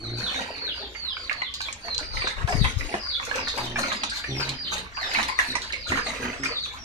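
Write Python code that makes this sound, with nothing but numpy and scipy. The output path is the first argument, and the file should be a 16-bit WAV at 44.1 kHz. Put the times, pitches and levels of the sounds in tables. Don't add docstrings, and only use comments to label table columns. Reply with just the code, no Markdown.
import sys
import numpy as np
from scipy import signal
from scipy.fft import rfft, irfft, next_fast_len
from scipy.io import wavfile
from scipy.ndimage import map_coordinates

SR = 44100
rng = np.random.default_rng(int(sys.argv[2]) if len(sys.argv) > 2 else 0)


def to_wav(sig):
    pcm = np.clip(np.atleast_2d(sig), -1, 1) * 32767
    pcm = np.round(pcm).astype(np.int16)
    wavfile.write(sys.argv[1], SR, pcm.T)


N = 301644
TIME = np.arange(N) / SR

# start_s, glide_s, bend_hz, sag_hz, plunge_hz, level_db, echo_db
BIRD_PEEPS = [(0.0, 0.039, 4223, 245, 560, -46, 1), (0.042, 0.1, 4160, 247, 487, -46, -11),
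              (0.123, 0.13, 4056, 548, 1260, -38.5, 0.5), (0.257, 0.052, 4260, 203, 611, -46.5, 8),
              (0.4, 0.15, 4480, 360, 400, -49, -3), (0.574, 0.094, 4080, 458, 1325, -39, -4),
              (0.703, 0.091, 4500, 406, 1300, -46, 2), (0.951, 0.13, 3926, 682, 1004, -39, -5.5),
              (1.088, 0.14, 4694, 256, 700, -46.5, -2), (1.331, 0.09, 4143, 332, 1103, -44.5, 14),
              (1.538, 0.083, 4575, 394, 1504, -44.5, -7), (1.818, 0.089, 4156, 454.5, 153, -38.5, -2),
              (1.986, 0.14, 4540, 358, 926, -45.5, -2), (2.123, 0.091, 4600, 432, 1006, -41, 5.5),
              (2.478, 0.12, 4376, 650, 1353, -41, 9.5), (2.974, 0.12, 4510, 480, 1202, -40, 30),
              (3.356, 0.087, 4690, 424, 1250, -42.5, 13), (3.545, 0.07, 4390, 445, 1500, -46, 6),
              (3.744, 0.13, 4540, 900, 1136, -43, -6), (3.926, 0.094, 4590, 449, 1280, -45, 5),
              (4.144, 0.14, 4476, 303, 1446, -47, -3), (4.263, 0.14, 5010, 900, 1210, -42, -2),
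              (4.533, .095, 4694, 306, 1753, -42.5, 1), (4.598, .085, 4110, 715, 600, -43.5, -1),
              (4.933, 0.068, 4434, 465, 1000, -41.5, 3.5), (5.021, 0.091, 4830, 600, 1020, -43.5, 4),
              (5.269, 0.084, 4510, 389, 1130, -46.5, -4), (5.429, 0.054, 4340, 393, 684, -45.5, -5),
              (5.628, 0.064, 4460, 436, 995, -52, -5), (5.764, 0.064, 4600, 388, 1310, -45, 15),
              (5.972, 0.077, 4760, 250, 970, -43, -11), (6.371, 0.17, 4325, 1087, 903, -40, -11),
              (6.526, 0.087, 4360, 391, 1082, -41.5, -2), (6.778, 0.086, 5400, 325, 1170, -44, -3)]
# start_s, length_s, pulse_rate_hz, level_db, roughness (0 to 1), nose_hz
PIG_GRUNTS = [(0.0, 0.22, 117.3, -39.5, 0.86, 118), (3.563, 0.27, 118.8, -41, 0.85, 128),
              (4.278, 0.15, 133.1, -33.5, 0.57, 125), (4.398, 0.14, 137.5, -40.5, 0.43, 140),
              (4.618, 0.25, 125.4, -49, 0.8, 196), (5.159, 0.09, 132.8, -42, 0.77, 256),
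              (5.473, 0.1, 129.7, -44, 0.65, 246), (5.889, 0.1, 132.7, -38.5, 0.7, 260),
              (6.19, 0.12, 126, -38.5, 0.7, 252), (6.386, 0.11, 135.7, -41.5, 0.6, 266)]
# pitch_hz, level_db
SNOUT_TONE = [(30, 0.5), (65, 0), (128, -1.5), (190, -3), (270, -1.5), (350, 1), (480, -13.5), (800, -16.5),
              (2000, -79)]
# pitch_hz, level_db
YARD_TONE = [(20, -18), (58, 19), (150, -4.5), (400, -9.5), (1000, -42), (2300, -23), (4500, -68),
             (7000, -59), (13000, -29)]
# start_s, length_s, level_db, extra_gulp_db, extra_froth_db
SUCKS = [(0.164, 0.26, -38.5, 5, 2.5), (0.44, 0.26, -43, 5.5, -7), (0.775, 0.082, -57, 24, -12),
         (1.168, 0.2, -42.5, -1.5, -3), (1.58, 0.12, -48.5, -20, 7.5), (1.835, 0.05, -48.5, 14, 6.5),
         (1.98, 0.017, -30.5, -7, -3), (2.117, 0.19, -41.5, 0, 1.5), (2.353, 0.063, -37, 3.5, -6),
         (2.469, 0.098, -41.5, 11, 10), (2.619, 0.058, -39.5, 3, 6.5), (2.765, 0.22, -41, 5, 4),
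         (3.035, 0.12, -53.5, -15, 0.5), (3.202, 0.12, -44.5, -2, 3), (3.345, 0.011, -25.5, 0.5, -2),
         (3.462, 0.027, -37.5, -6, 4), (3.536, 0.13, -40.5, 7.5, 8), (3.766, 0.17, -33.5, 1, 2),
         (4, 0.018, -31, -0.5, -18), (4.114, 0.087, -38.5, -25, 8), (4.343, 0.17, -37.5, 3.5, 0.5),
         (4.705, 0.055, -35, -4.5, 3.5), (4.995, 0.26, -38, -1, 0.5), (5.116, 0.091, -32.5, 2.5, 0),
         (5.364, 0.14, -39, -11, 4.5), (5.53, 0.18, -41.5, -6, -6), (5.855, 0.12, -32, 0.5, -0.5),
         (6.025, 0.15, -40, 3.5, 4), (6.177, 0.16, -35.5, 0.5, 0.5), (6.45, 0.023, -37, 3, 2),
         (6.478, 0.051, -37.5, -0.5, -29.5), (6.613, 0.038, -50.5, -21, 9), (6.714, 0.034, -39.5, -25, -1)]
# pitch_hz, level_db
GULP_TONE = [(90, 3.5), (180, -4.5), (260, 2), (340, -4), (480, 4.5), (650, 5), (1000, 2.5), (2000, -57)]
SLURP_TONE = [(300, -36), (600, -12), (1000, 0), (1300, -1.5), (1700, 2), (2400, 3.5), (3000, 1.5),
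              (4300, -23), (6000, -60), (10000, -68)]
FROTH_TONE = [(2000, -39), (4000, 4), (5200, 0.5), (6500, 3.5), (7800, -2), (9400, -1.5), (10300, -12),
              (13000, -4.5)]
# start_s, level_db
SNOUT_BUMPS = [(0.408, -23.5), (0.504, -22), (2.011, -20.5), (2.243, -18), (2.94, -10.5), (3.835, -31),
               (5.917, -15.5), (6.063, -22.5)]
# start_s, level_db, mouth_hz, second_hz, hollow_db (more = less splatter), left_db, fade_s
JAW_SMACKS = [(0.95, -31.5, 2100, 1380, 1.7, -4, 0.056), (1.168, -29.5, 1530, 2310, 1.9, -2, 0.02),
              (1.296, -22, 2230, 2390, 11, -10, 0.009), (1.311, -17.5, 1840, 1280, 5, -5, 0.032),
              (1.418, -18, 2100, 1050, 5.3, -3.5, 0.024), (1.605, -26.5, 1580, 2410, 2.3, -3, 0.0092),
              (1.685, -24, 2380, 1280, 4.5, -4, 0.02), (1.883, -29, 1220, 2290, 1.9, -10, 0.012),
              (2.219, -22.5, 2380, 1230, 1, -3, 0.068), (2.271, -18, 1680, 1015, 3.7, 0.5, .035),
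              (2.476, -19, 1020, 1730, 3, 1, 0.073), (2.523, -18, 644, 1140, 3.4, 3.5, 0.088),
              (2.643, -13.5, 1035, 1970, 3.5, 0, 0.12), (2.94, -15.5, 753, 1120, 3.7, 1.5, 0.034),
              (3.198, -23.5, 1096, 1930, 15, -2, 0.028), (3.274, -23.5, 477, 870, 12, 2, 0.04),
              (3.312, -19, 1705, 1146, 4, -3, 0.033), (3.341, -22.5, 1710, 2370, 18, 0, 0.045),
              (3.362, -31, 2320, 1730, 5, 14, 0.072), (3.472, -21, 1870, 1450, 18, -2, 0.031),
              (3.539, -28, 464, 1000, 6.5, 3, 0.024), (3.574, -15, 800, 1180, 3.4, 3, 0.17),
              (3.758, -15, 1716, 2390, 5.5, 0, 0.18), (3.832, -19, 1470, 2450, 2.9, -3, 0.094),
              (3.917, -18, 994, 1730, 3.1, 0, 0.049), (4.034, -19, 914, 2470, 1.9, -4.5, 0.046),
              (4.116, -20, 1605, 1920, 14, 2, 0.089), (4.24, -20, 1810, 2360, 7.5, -2.5, .056),
              (4.398, -20, 1550, 1080, 1.7, 8, 0.11), (4.969, -20.5, 1205, 1570, 6, -4.5, 0.24),
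              (5.148, -15, 2230, 1090, 2.5, -2, 0.13), (5.186, -14.5, 966, 1755, 6.1, -2.5, 0.025),
              (5.195, -18.5, 1010, 1900, 5.1, -7, 0.049), (5.285, -15.5, 1010, 2060, 10, 1.5, 0.16),
              (5.389, -10.5, 1970, 1060, 16, 2, 0.035), (5.396, -16, 1780, 2220, 11.5, -15, 0.04),
              (5.416, -19, 1860, 1770, 18, -1, 0.045), (5.553, -17, 960, 2000, 3.3, -5, 0.074),
              (5.732, -17.5, 2250, 2580, 15, -7, 0.059), (5.918, -18.5, 1174, 890, 7.6, -6, 0.034),
              (5.971, -20, 1090, 1630, 1.8, -9.5, 0.063), (6.063, -30.5, 715, 1550, 2.3, -3, 0.014),
              (6.329, -29, 2640, 1500, 5.6, -5, 0.036), (6.433, -18.5, 1940, 2080, 6.3, -5, 0.15),
              (6.457, -18.5, 2456, 1560, 11, -1, 0.047)]
# start_s, level_db, pitch_hz, fade_s, mist_db (more = louder droplets)
LIP_SQUELCHES = [(1.3286, -23, 4550, 0.065, -13), (1.5397, -15, 4380, 0.12, -18),
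                 (1.6067, -25, 4940, 0.035, -26), (1.616, -18, 4400, 0.14, -13),
                 (1.727, -15.5, 7350, 0.043, -35), (1.9462, -17, 4100, 0.041, -39),
                 (1.98, -13.5, 4500, 0.0095, -40), (1.989, -21, 4600, 0.082, -28),
                 (2.276, -18, 4130, 0.11, -30), (2.474, -31, 4300, 0.087, -6), (3.251, -19, 6460, 0.11, -6),
                 (3.358, -17, 6050, 0.11, -21), (3.483, -12.5, 4400, 0.22, -34),
                 (3.578, -20.5, 4900, 0.16, -5), (3.793, -20, 6940, 0.16, 1.5),
                 (3.927, -19.5, 3950, 0.19, -9), (4.035, -18.5, 3950, 0.045, -32),
                 (4.038, -16.5, 6600, 0.12, -34), (4.0978, -15.5, 4840, 0.12, -21),
                 (4.404, -20, 4300, 0.38, -14), (4.492, -13.5, 4400, 0.093, -16),
                 (4.781, -21.5, 3950, 0.12, -9), (5.137, -17, 4150, 0.16, -6.5),
                 (5.2293, -14, 3780, 0.12, -9.5), (5.283, -17.5, 4700, 0.17, -8),
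                 (5.389, -21.5, 6130, 0.18, 1), (5.554, -13.5, 5960, 0.13, -30),
                 (5.619, -16.5, 4320, 0.26, -27), (5.724, -17.5, 4340, 0.22, -20),
                 (6.4356, -20, 6000, 0.15, -29), (6.449, -17, 4850, 0.11, -12)]
# time_s, level_db
DRAUGHT_LEVEL = [(1.9, -51), (2.08, -38.5), (2.18, -27), (2.32, -42), (2.42, -27), (2.5, -34), (2.58, -16),
                 (2.66, -15.5), (2.72, -35), (2.82, -26), (2.95, -45)]
# pitch_hz, level_db
DRAUGHT_TONE = [(12, -30), (20, 21), (102, 13), (184, -6), (258, -10.5), (400, -16), (520, -73),
                (880, -120)]
# time_s, peak_db, width_s
AIR_PUFFS = [(2.449, -6.5, 0.0027), (2.548, -14, 0.0019), (2.555, -11.5, 0.0013), (2.616, -2.5, 0.0021),
             (2.772, -9, 0.003)]
# pitch_hz, fade_s
PEN_ECHO = [(150, 0.28), (1000, 0.19), (4000, 0.38), (10000, 0.038)]
# pitch_hz, level_db
LEFT_MIC_TONE = [(100, -2), (4000, 6.5), (9000, 2), (12000, -5.5)]
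RIGHT_MIC_TONE = [(300, -1), (4000, 8.5), (8000, -6), (9600, 4), (10600, -19)]


def amp(db):
    return 10 ** (np.asarray(db) / 20)


def unit(x):
    return x / np.sqrt(np.mean(x ** 2) + 1e-20)


def burst(x):
    return x / np.sqrt(np.sum(x ** 2) / (.003 * SR) + 1e-20)


def along(table, hz):
    pitches, values = np.transpose(table)
    return np.interp(np.log(hz + 1), np.log(pitches + 1), values)


def wobble(rate_hz, size):
    return map_coordinates(rng.standard_normal(1024), [np.arange(size) * rate_hz / SR], mode="wrap")


def filtered(x, gain_at):
    size = x.shape[-1]
    padded = next_fast_len(size + 8192)
    return irfft(rfft(x, padded) * gain_at(np.fft.rfftfreq(padded, 1 / SR)), padded)[..., :size]


def coloured(x, tone):
    return unit(filtered(x, lambda hz: amp(along(tone, hz))))


def band(x, low_hz, high_hz):
    return signal.sosfilt(signal.butter(4, [low_hz, high_hz], "band", fs=SR, output="sos"), x)


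def resonate(x, hz, q):
    return signal.lfilter(*signal.iirpeak(hz, q, SR), x)


def add(track, start_s, sound):
    start = round(start_s * SR)
    track[..., start:start + sound.shape[-1]] += sound[..., :N - start]


def in_pen(x, echo_db, near_db, left_db=0, mic_gap_m=0.13):
    hz, t, noise = signal.stft(rng.standard_normal((2, SR // 5)), SR, nperseg=256)
    alike = np.sinc(2 * hz * mic_gap_m / 343)[:, None]
    mid, side = noise[0] * np.sqrt(1 + alike), noise[1] * np.sqrt(1 - alike)
    fade = amp(-60 * t / along(PEN_ECHO, hz)[:, None])
    echo = signal.istft(np.array([mid + side, mid - side]) * fade, SR, nperseg=256)[1]
    t = np.arange(echo.shape[1]) / SR
    near = echo * amp(-60 * t / .022)
    walls = echo * (1 - np.exp(-t / 0.0046))
    paths = amp(echo_db) * walls / np.linalg.norm(walls[0])
    paths += amp(near_db) * near / np.linalg.norm(near[0])
    paths[[0, 1], [rng.integers(4, 17), 0]] += 1
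    paths *= amp([[left_db / 2], [-left_db / 2]]) / np.linalg.norm(paths[0])
    return signal.fftconvolve(x[None], paths, axes=1)[:, :N]


def grunts(alternation=0.45):
    out, t = np.zeros((2, N)), np.arange(SR // 3) / SR
    for start_s, length_s, rate_hz, level_db, roughness, nose_hz in PIG_GRUNTS:
        waver = 1 + .012 * wobble(14, len(t)) + .06 * roughness * wobble(130, len(t))
        cycle = np.floor(np.cumsum(rate_hz * waver) / SR)
        strength = (1 + alternation * (-1) ** cycle) * amp(2 * wobble(93.3, len(t)))
        pulses = unit(np.diff(cycle, prepend=0) * strength)
        buzz = pulses + .5 * roughness * rng.standard_normal(len(t))
        voice = amp(-2) * unit(resonate(buzz, nose_hz, q=10)) + coloured(buzz, SNOUT_TONE)
        swell = np.abs(np.sin(np.pi * np.clip(t / length_s, 0, 1))) ** 0.17
        add(out, start_s, in_pen(amp(level_db) * swell * voice, echo_db=-11, near_db=-10))
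    return out


def peeps(plunge_s=.06, release_s=0.0033):
    out, t = np.zeros((2, N)), np.arange(SR // 3) / SR
    for start_s, glide_s, bend_hz, sag_hz, plunge_hz, level_db, echo_db in BIRD_PEEPS:
        glide, drop = np.clip(t / glide_s, 0, 1), np.clip((t - glide_s) / plunge_s, 0, 1)
        hz = bend_hz + sag_hz * (1 - glide ** 1.7) - plunge_hz * drop ** .8
        high = np.interp(bend_hz, [4100, 4600], [0, 1])
        crack = high * np.sin(np.pi * np.sqrt(drop))
        rasp = .012 + .016 * high + .03 * crack
        hz *= 1 + .011 * wobble(120, len(t)) + rasp * wobble(1100, len(t))
        flutter = amp(3.5 * wobble(160, len(t)))
        swell = glide ** 0.5 * np.clip((glide_s + plunge_s - t) / release_s, 0, 1)
        whistle = amp(level_db + 2) * swell * flutter * np.sin(2 * np.pi * np.cumsum(hz) / SR)
        add(out, start_s, in_pen(whistle, echo_db, near_db=-1, left_db=.5))
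    return out


def yard():
    return amp(-49) * coloured(rng.standard_normal(N) + 0.14 * rng.standard_normal((2, N)), YARD_TONE)


def sucking(gulp=False, froth=False, churn_db=-50.5, attack_s=0.027):
    power = np.full(N, amp(churn_db) ** 2)
    t = np.arange(SR // 2) / SR
    for start_s, length_s, level_db, extra_gulp_db, extra_froth_db in SUCKS:
        fall_db = 7.5 * t + 235 * np.maximum(t - length_s, 0)
        suck_db = level_db + gulp * extra_gulp_db + froth * extra_froth_db - fall_db
        add(power, start_s, (np.minimum(t / attack_s, 1) * amp(suck_db)) ** 2)
    return 10 * np.log10(power)


def bubbles(count, centre_hz, cycles, spread_db):
    start = rng.integers(0, N, (count, 1))
    hz = centre_hz * np.exp(.5 * rng.standard_normal((count, 1)))
    strength = amp(spread_db * np.minimum(rng.exponential(size=(count, 1)), 3))
    samples = np.arange(SR // 50)
    age = hz * samples / SR / cycles
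    rise = 1 + 0.085 * np.minimum(age, 2)
    ring = strength * np.exp(-3 * age) * np.sin(2 * np.pi * cycles * age * rise)
    return unit(np.bincount((start + samples).ravel(), ring.ravel())[:N])


def crackle(size, per_s, spread_db):
    chance, strength, sign = rng.random(size), rng.exponential(size=size), rng.standard_normal(size)
    return unit((chance < per_s / SR) * np.sign(sign) * amp(spread_db * np.minimum(strength, 4)))


def hollowed(x, depth_db, width_hz, hold_s):
    spectrum = signal.stft(x, nperseg=1024)[2]
    rows, cols = np.indices(spectrum.shape)
    places = [rows * SR / 1024 / width_hz, cols * 512 / SR / hold_s]
    lift = map_coordinates(rng.standard_normal((256, 256)), places, order=1, mode="wrap")
    return unit(signal.istft(spectrum * amp(depth_db * lift), nperseg=1024)[1][:N])


def moving_in_pen(x, echo_db, near_db, left_db):
    out, step = np.zeros((2, N)), SR // 3
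    for start in range(0, N, step):
        add(out, start / SR, in_pen(x[start:start + step], echo_db, near_db, left_db))
    return out


def feeding():
    gulp_db, slurp_db, froth_db = sucking(gulp=True) - 7, sucking() - 2.5, sucking(froth=True) - 9
    uneven = amp(2 * wobble(35, N))
    gulp = bubbles(count=1400, centre_hz=384.3, cycles=10.6, spread_db=0)
    slurp = bubbles(count=2100, centre_hz=1400, cycles=13.6, spread_db=3.5)
    slurp += amp(-6.5) * crackle(N, per_s=2000, spread_db=4.5)
    froth = bubbles(count=3000, centre_hz=6530, cycles=17, spread_db=2.5)
    froth += amp(10.5) * crackle(N, per_s=1500, spread_db=0.5)
    gulp = amp(gulp_db) * hollowed(coloured(gulp, GULP_TONE), 6.5, width_hz=94.3, hold_s=0.049)
    slurp = amp(slurp_db) * hollowed(coloured(slurp, SLURP_TONE), 2.5, width_hz=283, hold_s=0.06)
    froth = amp(froth_db) * hollowed(coloured(froth, FROTH_TONE), 6, width_hz=466.6, hold_s=0.06)
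    fizz = unit(band(crackle(N, per_s=9800, spread_db=9), 11200, 14200))
    fizz *= amp(2.6 * wobble(13, N))
    fizz *= amp(-58.5 + 1.1 * (froth_db + 48.5))
    return (moving_in_pen(uneven * gulp, echo_db=-1.5, near_db=-22, left_db=1.5)
            + moving_in_pen(uneven * slurp, echo_db=-1.5, near_db=2, left_db=-2.5)
            + moving_in_pen(uneven * (froth + fizz), echo_db=-2, near_db=5, left_db=3))


def bumps(fade_s=0.044):
    out, t = np.zeros((2, N)), np.arange(SR // 5) / SR
    for start_s, level_db in SNOUT_BUMPS:
        pops = crackle(len(t), per_s=1700, spread_db=5.5) * amp(-60 * t / fade_s)
        pops[0] += 15
        knock = amp(level_db - 10) * burst(band(pops, 191, 730))
        add(out, start_s, in_pen(knock, echo_db=-6.5, near_db=-8.5, left_db=1.5))
    return out


def mouth_ring(pops, hz, rise=0.088, opening_s=0.015, width_hz=85):
    t = np.arange(len(pops)) / SR
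    rising_hz = hz * (1 + rise * (.5 - np.exp(-t / opening_s)))
    turn = np.exp(2j * np.pi * np.cumsum(rising_hz) / SR)
    ring = np.real(turn * signal.lfilter([1], [1, -np.exp(-np.pi * width_hz / SR)], pops / turn))
    return burst(band(ring, hz / 2, hz * 1.275))


def smacks():
    out, t = np.zeros((2, N)), np.arange(SR // 5) / SR
    for start_s, level_db, mouth_hz, second_hz, hollow_db, left_db, fade_s in JAW_SMACKS:
        fade = amp(-60 * t / max(fade_s, .01))
        pops = crackle(len(t), per_s=1100, spread_db=2) * fade
        pops[0] += 9
        mouth = mouth_ring(pops, mouth_hz) + amp(-6) * mouth_ring(pops, second_hz)
        splatter = amp(-hollow_db) * burst(band(pops, 782, 2660))
        knock = amp(-20) * burst(band(pops, 206, 690))
        drops = crackle(len(t), per_s=920, spread_db=3) * fade ** 0.24
        spray = amp(-17.5) * burst(band(drops, 3100, 8200))
        smack = amp(level_db - 7) * (mouth + splatter + knock + spray)
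        add(out, start_s, in_pen(smack, echo_db=-7, near_db=-3, left_db=left_db))
    return out


def squelches():
    out, t = np.zeros((2, N)), np.arange(SR // 8) / SR
    for start_s, level_db, pitch_hz, fade_s, mist_db in LIP_SQUELCHES:
        pops = crackle(len(t), per_s=1900, spread_db=2) * amp(-60 * t / max(fade_s, .01))
        pops[0] += 13
        ring = resonate(pops, pitch_hz, q=6.1) + amp(-9) * resonate(pops, pitch_hz * 1.437, q=5.1)
        snap = burst(band(ring, 2300, 8800))
        mist = amp(mist_db) * burst(band(pops, 8540, 14800))
        add(out, start_s, amp(level_db - 12) * in_pen(snap, echo_db=-9, near_db=-4, left_db=-1))
        add(out, start_s, amp(level_db - 12) * in_pen(mist, echo_db=-8, near_db=-2, left_db=10))
    return out


def air():
    draught_db = np.interp(TIME, *np.transpose(DRAUGHT_LEVEL))
    push = amp(draught_db) * coloured(rng.standard_normal((2, N)), DRAUGHT_TONE)
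    for time_s, peak_db, width_s in AIR_PUFFS:
        offset = (TIME - time_s) / width_s
        push += amp(peak_db) * (1 - offset ** 2) * np.exp(-offset ** 2 / 2)
    return push * amp([[0], [-20]])


def scene():
    return smacks() + bumps() + squelches() + feeding() + peeps() + grunts() + air() + yard()


def record(dry, top_hz=13500):
    return filtered(dry, lambda hz: amp([along(LEFT_MIC_TONE, hz), along(RIGHT_MIC_TONE, hz)])
                    * (hz < top_hz))


dry = scene()
out = record(dry)
to_wav(out)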